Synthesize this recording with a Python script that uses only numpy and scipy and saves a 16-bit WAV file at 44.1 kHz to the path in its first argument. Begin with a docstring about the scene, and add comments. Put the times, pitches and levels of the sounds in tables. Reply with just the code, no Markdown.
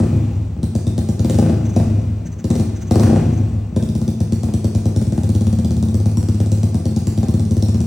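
"""First comes one sharp pop and a falling drone: a one-cylinder scooter on its stand in a hard-walled garage.
It putters, is revved in four quick blips, then settles into a limping idle. Each firing thumps through
the silencer, barks in the pipe and cracks at the outlet; with no fuel burning, the piston just pumps air
and drones. The valve gear whirrs, the intake gulps and gasps, hard revs growl and hot metal pings.
The garage answers with echoes and a long fading tail."""
import sys
import numpy as np
from scipy import signal
from scipy.fft import rfft, irfft, next_fast_len
from scipy.io import wavfile
from scipy.ndimage import uniform_filter1d

SR = 44100
rng = np.random.default_rng(int(sys.argv[2]) if len(sys.argv) > 2 else 0)


def wrap_up_sound(samples):
    """Save the sound to the file named by the first command line argument, as 16-bit audio."""
    columns = np.atleast_2d(samples).T
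    # keep every value between -1 and 1, then stretch to whole-number steps
    tamed = np.clip(columns, -1, 1)
    steps = np.round(tamed * 32767).astype(np.int16)
    wavfile.write(sys.argv[1], SR, steps)


N = 346626
TIME = np.arange(N) / SR
IDLE_HZ = 17.25  # engine rates count cycles: one exhaust stroke, two turns of the crank


def from_db(db):
    """Turn decibels into a gain to multiply by."""
    return 10 ** (np.asarray(db) / 20)


def at_time(curve, t):
    """Read a curve at the given times."""
    return np.interp(t, *np.transpose(curve))


def at_hz(curve, hz):
    """Read a curve at the given frequencies, with octaves evenly spaced."""
    known_hz, values = np.transpose(curve)
    return np.interp(np.log(np.maximum(hz, 1)), np.log(known_hz), values)


def noise(colour):
    """Steady noise of strength (rms) 1, shaped by a table of frequencies and levels."""
    size = next_fast_len(N, real=True)
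    gain = from_db(at_hz(colour, np.fft.rfftfreq(size, 1 / SR)))
    x = irfft(rfft(rng.standard_normal(size)) * gain, size)[:N]
    return x / x.std()


def clicks(t, db):
    """One click at each time, at the given level."""
    out = np.zeros(N)
    np.add.at(out, np.clip(np.round(t * SR).astype(int), 0, N - 1), from_db(db))
    return out


def resonate(x, hz, width_hz, db):
    """Ring at one pitch, with gain db there; a narrower width rings longer."""
    r = np.exp(-np.pi * width_hz / SR)
    feedback = [1, -2 * r * np.cos(2 * np.pi * hz / SR), r * r]
    return from_db(db) * signal.lfilter((1 - r * r) / 2 * np.array([1, 0, -1]), feedback, x)


def duct(x, resonances):
    """A tube rings at several pitches, which come out with alternating sign."""
    return sum((-1) ** k * resonate(x, *row) for k, row in enumerate(resonances))


def puffs(strikes, length_s, colour):
    """A smooth burst of noise around each click."""
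    return signal.fftconvolve(strikes, np.hanning(int(length_s * SR)), "same") * noise(colour)


# Quick twists of the throttle: first firing/s, throttle shuts/s, burning ends/s,
# starting rate before the cap/Hz, rate gained per firing/Hz, base thump/dB, base crack/dB, base bark/dB
BLIPS = [(0.001, 0.01, 0.05, 33, 0, 3, -37, 2), (1.2471, 1.405, 1.51, 19.5, 2, 0.5, -30, 7),
         (1.7635, 1.815, 1.82, 27.2, 0, 0, -30, 6), (2.4437, 2.62, 2.63, 16.6, 3.1, 0, -31, 4.5),
         (2.9113, 3.05, 3.17, 21.7, 2.9, 2.5, -26, 7.5)]

def blip(start, shuts, ends, first_hz, gain_hz, thump_db, crack_db, bark_db, top_hz=31.9):
    """Firings kick the crank faster, up to a cap. Stroke rows: t/s, rate/Hz, thump/dB, crack/dB, bark/dB."""
    rate = np.minimum(first_hz + gain_hz * np.arange(12), top_hz)
    t = start + np.r_[0, np.cumsum(1 / rate[:-1])]
    shut = t > shuts  # the last of the fuel burns softly
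    above_idle = rate - IDLE_HZ  # faster pulses are shorter and steeper: less thump, more bark
    thump_db = thump_db - 3 * shut - 0.2058 * above_idle
    crack_db = crack_db - 23 * shut
    bark_db = bark_db - 2.5 * shut + 0.5576 * above_idle
    return np.c_[t, rate, thump_db, crack_db, bark_db][t < ends]


# Low notes of the silencer: f/Hz, width/Hz, level/dB
SILENCER = [(89.9, 14.94, 19), (118, 23.36, 18), (213, 13.6, 17.5), (195.7, 238, -13)]
# Higher notes of the pipe: f/Hz, width/Hz, level/dB
PIPE = [(236.9, 11.6, 5), (364.1, 47.9, 4), (371.1, 21.4, 4.5), (491.7, 18, -8.5), (685.6, 153, -9.5),
        (707, 136, -15.5)]
# Tone of the gas rushing out: f/Hz, level/dB
RASP = [(200, 10), (500, 6), (800, 1), (1100, -8), (1800, -14), (3000, -21), (6000, -20.5), (10000, -18),
        (16000, -61)]

def exhaust(t, thump_db, bark_db, rasp_s=0.011, outlet_hz=62):
    """Each stroke thumps the silencer; a hard burn's steep front also rings the pipe and tears into noise."""
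    thump = from_db(20) * duct(clicks(t, thump_db), SILENCER)
    bark = from_db(18) * duct(clicks(t, 0.88 * thump_db + bark_db), PIPE)
    # the rasp grows faster than the front, so the idle stays a clean putter
    front_db = thump_db + bark_db
    torn = clicks(t, front_db + 0.12 * (front_db - 8))
    outflow = signal.lfilter([1], [1, -np.exp(-1 / (rasp_s * SR))], torn)
    rasp = from_db(-33) * outflow * noise(RASP)
    # the small outlet gives off almost no deep bass
    outlet = signal.butter(6, outlet_hz, "high", fs=SR, output="sos")
    return signal.sosfilt(outlet, thump + bark + rasp)


# Tone of a sharp tick: f/Hz, level/dB
CRACK = [(1000, -47), (2600, -8.5), (3600, 0.5), (4800, 1.5), (5900, 4), (7500, -0.5), (9200, 5.5),
         (12000, -8.5), (15000, -2), (17000, -17.5)]
# Notes of the exhaust's thin metal: f/Hz, level/dB
METAL = [(2420, -7.5), (3570, -1), (4070, -1.5), (4511, -8), (5238, -20), (5706, -2.5), (5922, 4.5),
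         (6315, -10), (6891, 4), (7714, 3.5), (8495, -9.5)]

def crack(t, db, tick_db=0.5, slap_s=0.0098, slap_db=-5, ring_db=22, scatter_db=8):
    """A tick leads each pop, slaps off the nearest surface and rings a new mix of the metal's notes."""
    strikes = clicks(t, db + tick_db) + clicks(t + slap_s, db + tick_db + slap_db)
    out = puffs(strikes, length_s=0.0057, colour=CRACK)
    chance = np.minimum(rng.standard_normal((len(t), len(METAL))), 1.6)
    for k, (hz, note_db) in enumerate(METAL):
        knocks = clicks(t, db + scatter_db * chance[:, k])
        out += (-1) ** k * resonate(knocks, hz, width_hz=32, db=ring_db + note_db)
    return out


# Tone of the valve gear and belt: f/Hz, level/dB
WHIRR = [(25, 13), (60, 11), (300, 23.5), (900, 13), (1700, 2), (2500, 4), (4000, -2), (6500, -2.5),
         (9000, -4.5), (12000, -13.5), (16000, -4.5)]

def valve_gear(stroke_s, rate, idle_db=-51, db_per_hz=0.78, throb_db=2):
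    """A whirr that grows louder with speed, throbs once per crank turn and keeps the metal faintly ringing."""
    turns = 2 * np.interp(TIME, stroke_s, np.arange(len(stroke_s)))
    level_db = idle_db + db_per_hz * (np.interp(TIME, stroke_s, rate) - IDLE_HZ)
    whirr = from_db(level_db - throb_db * np.cos(2 * np.pi * turns)) * noise(WHIRR)
    return whirr + sum(resonate(whirr, hz, width_hz=45, db=db + 1) for hz, db in METAL)


# The engine slowing with the throttle shut, one curve each time: t/s, rate/Hz
COAST_RATES = [
    [(0, 33.1), (.106, 29.4), (.24, 25.5), (.474, 18.7), (.626, 16)],
    [(1.462, 29), (1.755, 23.5)],
    [(1.8, 28.6), (1.884, 27), (2.15, 19.9), (2.3, 16), (2.41, 14)],
    [(2.598, 23.5), (2.89, 17.3)],
    [(3.129, 32.5), (3.188, 31.4), (3.302, 28.2), (3.496, 22.7), (3.75, 16)],
]
# How hard it pumps along each of those curves: t/s, level/dB
COAST_LEVELS = [
    [(0, -7.5), (.15, -4), (.25, -9.5), (.31, -10.5), (.47, -15.5), (.626, -15)],
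    [(1.462, -15), (1.54, -13.5), (1.61, -7.5), (1.755, -11)],
    [(1.8, -10), (1.96, -8.5), (2.02, -9), (2.15, -15), (2.41, -27.5)],
    [(2.598, -17), (2.89, -13)],
    [(3.129, -7), (3.29, -5), (3.4, -9), (3.52, -9.5), (3.65, -21.5), (3.75, -15)],
]
# Tones in the drone: multiple of the engine rate, level/dB
DRONE = [(2, -6), (3, -3), (4, 0.5), (5, -1.5), (6, -21.5), (7, -11), (8, -15), (9, -9.5), (10, -25.5),
         (11, -23), (12, -16)]

def coasting(drone_db=-17, cut_hz=82, fade_s=0.01, burn_out_s=0.05):
    """With no burn the piston just pumps air. Gives a falling drone, and soft strokes in rows as in blip."""
    drone, strokes = np.zeros(N), []
    for rates, levels in zip(COAST_RATES, COAST_LEVELS):
        start, end = rates[0][0], rates[-1][0]
        inside = (TIME >= start) & (TIME < end)
        t = TIME[inside]
        rate, db = at_time(rates, t), at_time(levels, t)
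        cycles = np.cumsum(rate) / SR
        fade = np.minimum(np.minimum(t - start, end - t) / fade_s, 1)
        tones = sum(from_db(level) * np.sin(2 * np.pi * k * cycles) for k, level in DRONE)
        drone[inside] += fade * from_db(db + drone_db) * tones
        # one stroke per cycle, once the last fuel has burnt out
        opens = np.flatnonzero(np.diff(np.floor(cycles)) * (t[1:] > start + burn_out_s))
        thump_db, crack_db, bark_db = db - 12, db - 43, np.full(len(t), 10.5)
        strokes.append(np.c_[t, rate, thump_db, crack_db, bark_db][opens])
    # the tones fade as they sink below the silencer's range
    low_cut = signal.butter(5, cut_hz, "high", fs=SR, output="sos")
    return signal.sosfilt(low_cut, drone), np.vstack(strokes)


# Tone of the garage's fading tail: f/Hz, level/dB
TAIL_TONE = [(60, 8.5), (110, -5), (230, 1.5), (400, 0.5), (800, 1.5), (2000, 3.5), (6000, 0.5),
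             (15000, 6.5)]
# How long it lasts: f/Hz, time to fade by 60 dB/s
TAIL_FADE = [(80, 2.24), (300, 1.3), (700, 1.27), (2000, 0.74), (6000, 0.76), (15000, 0.32)]
# How wide it sounds: f/Hz, sides against middle/dB
TAIL_WIDTH = [(100, -23.5), (250, -16.5), (500, 0.5), (1000, 3.5), (2000, -16), (4000, 3.5), (8000, -12.5),
              (13000, -70)]

def garage_tail(build_s=0.0036, bands=12):
    """Countless echoes blur into stereo noise whose low notes last longest."""
    size = 2 * SR
    t, hz = TIME[:size], np.fft.rfftfreq(size, 1 / SR)
    middle, side = rfft(rng.standard_normal((2, size)))
    width = from_db(at_hz(TAIL_WIDTH, hz))
    spectrum = (middle + side * width * [[1], [-1]]) / np.hypot(1, width)
    spectrum *= from_db(at_hz(TAIL_TONE, hz))
    centres = np.geomspace(60, 16000, bands)
    tail = 0
    for centre, weights in zip(centres, np.eye(bands)):
        band = irfft(spectrum * at_hz(np.c_[centres, weights], hz), size)
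        decay = from_db(-60 * t / at_hz(TAIL_FADE, centre)) * (1 - np.exp(-t / build_s))
        tail += band * decay / np.linalg.norm(decay)
    return tail


# Bounces off the walls and ceiling: delay/ms, level/dB
ECHOES = [(13.14, -14.49), (21.61, -20.8), (28.93, -11.1), (35.35, -4.03), (37.91, -14.9), (48.1, -10.05),
          (55.12, -15.96), (60.98, -11.45), (66.78, -17.06), (71.88, -23.88), (82.5, -22.41),
          (95.3, -13.59), (103.19, -18.51)]
# Notes the room itself rings at (standing waves): f/Hz, width/Hz, level/dB
ROOM_NOTES = [(64.7, 6.7, 14), (74.2, 3.7, 8), (89.3, 2.5, 5), (103.56, 3.6, 9), (130.6, 3.9, 8),
              (160.3, 4.5, 13.5), (185.8, 3.5, 13.5), (228.56, 4.96, 14), (239.6, 2.4, 0), (322.3, 8.4, 12),
              (348, 1.8, 1), (366, 3, 4), (405.8, 3.5, 10.5), (421, 7.3, 8.5), (525.2, 16, 8),
              (621, 7.2, 3), (661, 4.8, 3), (720.4, 7.6, 3), (800, 10.7, 10.5), (842, 4.7, -0.5),
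              (1063, 14, 2.5)]

def garage(x, tail, wall_hz=1500):
    """Hard walls add dulled echoes, ringing room notes and a long tail to the direct sound."""
    dull = signal.sosfilt(signal.butter(1, wall_hz, fs=SR, output="sos"), x)
    echoes = sum(from_db(db) * np.interp(TIME - ms / 1000, TIME, dull, left=0) for ms, db in ECHOES)
    ringing = sum(resonate(x, *note) for note in ROOM_NOTES)
    return x + echoes + ringing + signal.fftconvolve(x[None], tail, axes=1)[:, :N]


# The slow engine gulps air: t/s, level/dB
GULPS = [(0.567, -0.5), (.59, -0.5), (2.256, -1.5), (2.287, -8), (2.366, -7.5), (2.393, -2.5), (3.689, -13),
         (3.726, 0)]

def airbox(hz=160, width_hz=112):
    """Each gulp sets off a soft, low boom in the air filter's box."""
    boom = resonate(clicks(*np.transpose(GULPS)), hz, width_hz, db=22)
    return resonate(boom, hz, width_hz, db=0)


# Speed of the short early idle: t/s, rate/Hz
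EARLY_IDLE = [(0.6312, 16.021), (0.9519, 18.159), (1.22, 19.092)]
# Speed of the long final idle: t/s, rate/Hz
FINAL_IDLE = [(3.764, 15.913), (4.1463, 15.748), (4.4709, 19.019), (5.0683, 18.749), (5.2897, 17.114),
              (5.7013, 16.598), (6.133, 17.793), (6.2927, 17.12), (6.6823, 17.685), (7.1062, 19.041),
              (7.4661, 17.473), (7.86, 16.381)]
# Limping spells, when every other firing burns badly: from/s, to/s, loss/dB
LIMPS = [(0.66, 1.17, 40), (4.11, 4.41, 47), (4.46, 4.94, 19.5), (5.86, 6.6, 5.5), (6.66, 7.15, 12)]

def idling(rates, rebound_db=0.94, scatter_db=0.4):
    """The engine fires once per cycle and limps when burns go badly. Gives stroke rows as in blip."""
    span = np.arange(rates[0][0], rates[-1][0], 1 / SR)
    cycles = np.cumsum(at_time(rates, span)) / SR
    t = np.interp(np.arange(np.ceil(cycles[-1])), cycles, span)
    loss = np.zeros(len(t))
    for start, end, db in LIMPS:
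        loss[np.flatnonzero((t > start) & (t < end))[::2]] = db
    rebound = rebound_db * np.r_[False, loss[:-1] > 0]  # unburnt fuel feeds the next firing
    thump_db = -1.24 + rebound - loss
    crack_db = -32.5 + rebound - 0.95 * loss + scatter_db * rng.standard_normal(len(t))
    bark_db = np.full(len(t), 3.5)
    return np.c_[t, at_time(rates, t), thump_db, crack_db, bark_db]


# Single burns that stand out: t/s, extra thump/dB, extra crack/dB, extra bark/dB
ODD_BURNS = [(0.98, 1, 1, 1), (1.298, 1, 4.5, -2.5), (1.344, 0.5, -2.5, -4.5), (1.387, 5.5, 1.5, -3.5),
             (1.495, 2, 13, 0.5), (1.763, 3, -1, -0.5), (1.8, -3, -7, 0), (2.443, -3.5, -2.5, 3.5),
             (2.504, 0.5, 2, 5), (2.598, -1.5, -0.5, 0.5), (2.911, 0, 0, 1), (3.034, -1, -5, 0),
             (3.763, 2.5, -1, 2.5), (3.826, -2, 0.5, 1), (3.889, -1, -4, -6.5), (4.016, -1.5, -3, -1),
             (4.486, 10, 8, 6), (5.069, -0.5, -4, -7), (5.123, -1.5, -1.5, 3.5), (5.178, -1.5, -2.5, 2),
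             (5.588, -0.5, -2, -0.5), (5.767, 0.5, -3, -5.5), (7.231, -3.5, -3, 6.5), (7.453, -5, -6, -7),
             (7.568, 1, -1.5, -2.5)]

def firings():
    """Every burning stroke of the idles and blips, some harder or softer than the rest."""
    strokes = np.vstack([idling(EARLY_IDLE), idling(FINAL_IDLE)] + [blip(*row) for row in BLIPS])
    for t, *extra_db in ODD_BURNS:
        nearest = np.argmin(abs(strokes[:, 0] - t))
        strokes[nearest, 2:] += extra_db
    return strokes


# Growls that swell as the two longest revs reach top speed: start/s, fullest/s, end/s, level/dB
GROWLS = [(1.296, 1.455, 1.496, -27), (2.95, 3.082, 3.19, -29)]
# Tone the hot pipe gives the growl: f/Hz, level/dB
GROWL_TONE = [(90, -30), (125, -3.5), (150, 7.5), (190, -4.5), (240, -12), (285, -11), (345, 1), (380, -8),
              (440, -22), (520, -13.5), (600, -21.5), (800, -21)]

def growl(stroke_s):
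    """Pulses merge into a growl: multiples of the firing rate glide through the hot pipe's notes."""
    cycles = np.interp(TIME, stroke_s, np.arange(len(stroke_s)))
    cycles = uniform_filter1d(cycles, SR // 30)  # smoothed, so the pitch glides
    swell = sum(from_db(db) * np.interp(TIME, times, [0, 1, 0]) for *times, db in GROWLS)
    on = swell > 0
    rate = np.gradient(cycles)[on] * SR
    tones = np.zeros(N)
    for k in range(2, 26):
        tones[on] += from_db(at_hz(GROWL_TONE, k * rate)) * np.cos(2 * np.pi * k * cycles[on])
    return swell * tones


# The hardest ticks and the pitches they ring at: t/s, level/dB, f/Hz
PINGS = [(1.296, -35, 4350), (2.911, -29, 4260), (3.036, -28.5, 5770), (3.763, -30.5, 3660),
         (4.204, -32.5, 5943), (4.323, -31.5, 4070), (4.538, -36, 7751), (4.644, -36, 6250),
         (4.75, -34, 3703), (4.963, -33, 5800), (5.349, -34, 5930), (5.469, -32, 5598), (5.646, -34, 4870),
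         (6.172, -25.5, 5750), (6.289, -35, 5800), (6.406, -43, 6260), (6.518, -27.5, 7440),
         (6.633, -31.5, 5860), (6.855, -38, 4450), (6.963, -29, 6632), (7.071, -25.5, 7300),
         (7.178, -31, 5800), (7.51, -37, 6150), (7.625, -24, 5540)]

def pings(ring_db=33, width_hz=120):
    """A short, hard tick sets one note of the hot metal ringing."""
    rings = sum(resonate(clicks(np.array([t]), [db]), hz, width_hz, ring_db) for t, db, hz in PINGS)
    t, db, _ = np.transpose(PINGS)
    return rings + puffs(clicks(t, db - 1), length_s=0.0024, colour=CRACK)


# Air sucked past the throttle: t/s, level/dB
GASPS = [(1.662, -38), (1.701, -40), (1.744, -43), (2.269, -39), (2.331, -42), (2.399, -41.5),
         (2.77, -39.5), (2.823, -36.5), (2.88, -41.5), (3.34, -45), (3.379, -43)]
# Tone of that hiss: f/Hz, level/dB
GASP_TONE = [(300, -32), (1500, -11.5), (3000, -19), (5200, -22), (6200, -3), (6900, -14), (7600, -14),
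             (9000, -24), (16000, -21.5)]

def intake(gain_db=-5.5):
    """The engine gasps as air hisses through the barely open throttle."""
    t, db = np.transpose(GASPS)
    return puffs(clicks(t, db + gain_db), length_s=0.045, colour=GASP_TONE)


def scene(intake_room_db=-9):
    """The whole engine sounds into one garage; the intake faces the listener, so it echoes less."""
    tail = garage_tail()
    drone, pumping = coasting()
    strokes = np.vstack([firings(), pumping])
    t, rate, thump_db, crack_db, bark_db = strokes[np.argsort(strokes[:, 0])].T
    gasps = intake()
    engine = valve_gear(t, rate) + exhaust(t, thump_db, bark_db) + crack(t, crack_db)
    engine += drone + airbox() + growl(t) + pings()
    return gasps + garage(engine + from_db(intake_room_db) * gasps, tail)


# How much louder the left side is than the right: f/Hz, level/dB
LEFT_LOUDER = [(60, 0), (110, 1), (200, 1.5), (380, 3), (650, 8), (1290, 2.5), (2380, 0), (4400, -0.2),
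               (8000, -0.1)]
# How far the left side's wave runs ahead: f/Hz, phase/rad
LEFT_AHEAD = [(100, 0), (350, .2), (690, .6), (1380, 0), (3800, -.1), (6000, -.7), (8000, -1.6),
              (10400, -2.7), (11700, -3.05), (13300, -3.25), (15500, -4.2)]

def record(dry, cutoff_hz=16100):
    """Give left and right their own level and timing, round the tallest peaks and cut the top treble."""
    size = next_fast_len(N + SR, real=True)
    hz = np.fft.rfftfreq(size, 1 / SR)
    sides = np.array([[0.5], [-0.5]])
    balance = from_db(sides * at_hz(LEFT_LOUDER, hz))
    phase = np.exp(1j * sides * at_hz(LEFT_AHEAD, hz))
    stereo = irfft(rfft(dry, size) * balance * phase, size)[:, :N]
    rounded = stereo / (1 + stereo ** 6) ** (1 / 6)
    return signal.sosfilt(signal.ellip(10, .1, 90, cutoff_hz, fs=SR, output="sos"), rounded)


dry = scene()
out = record(dry)
wrap_up_sound(out)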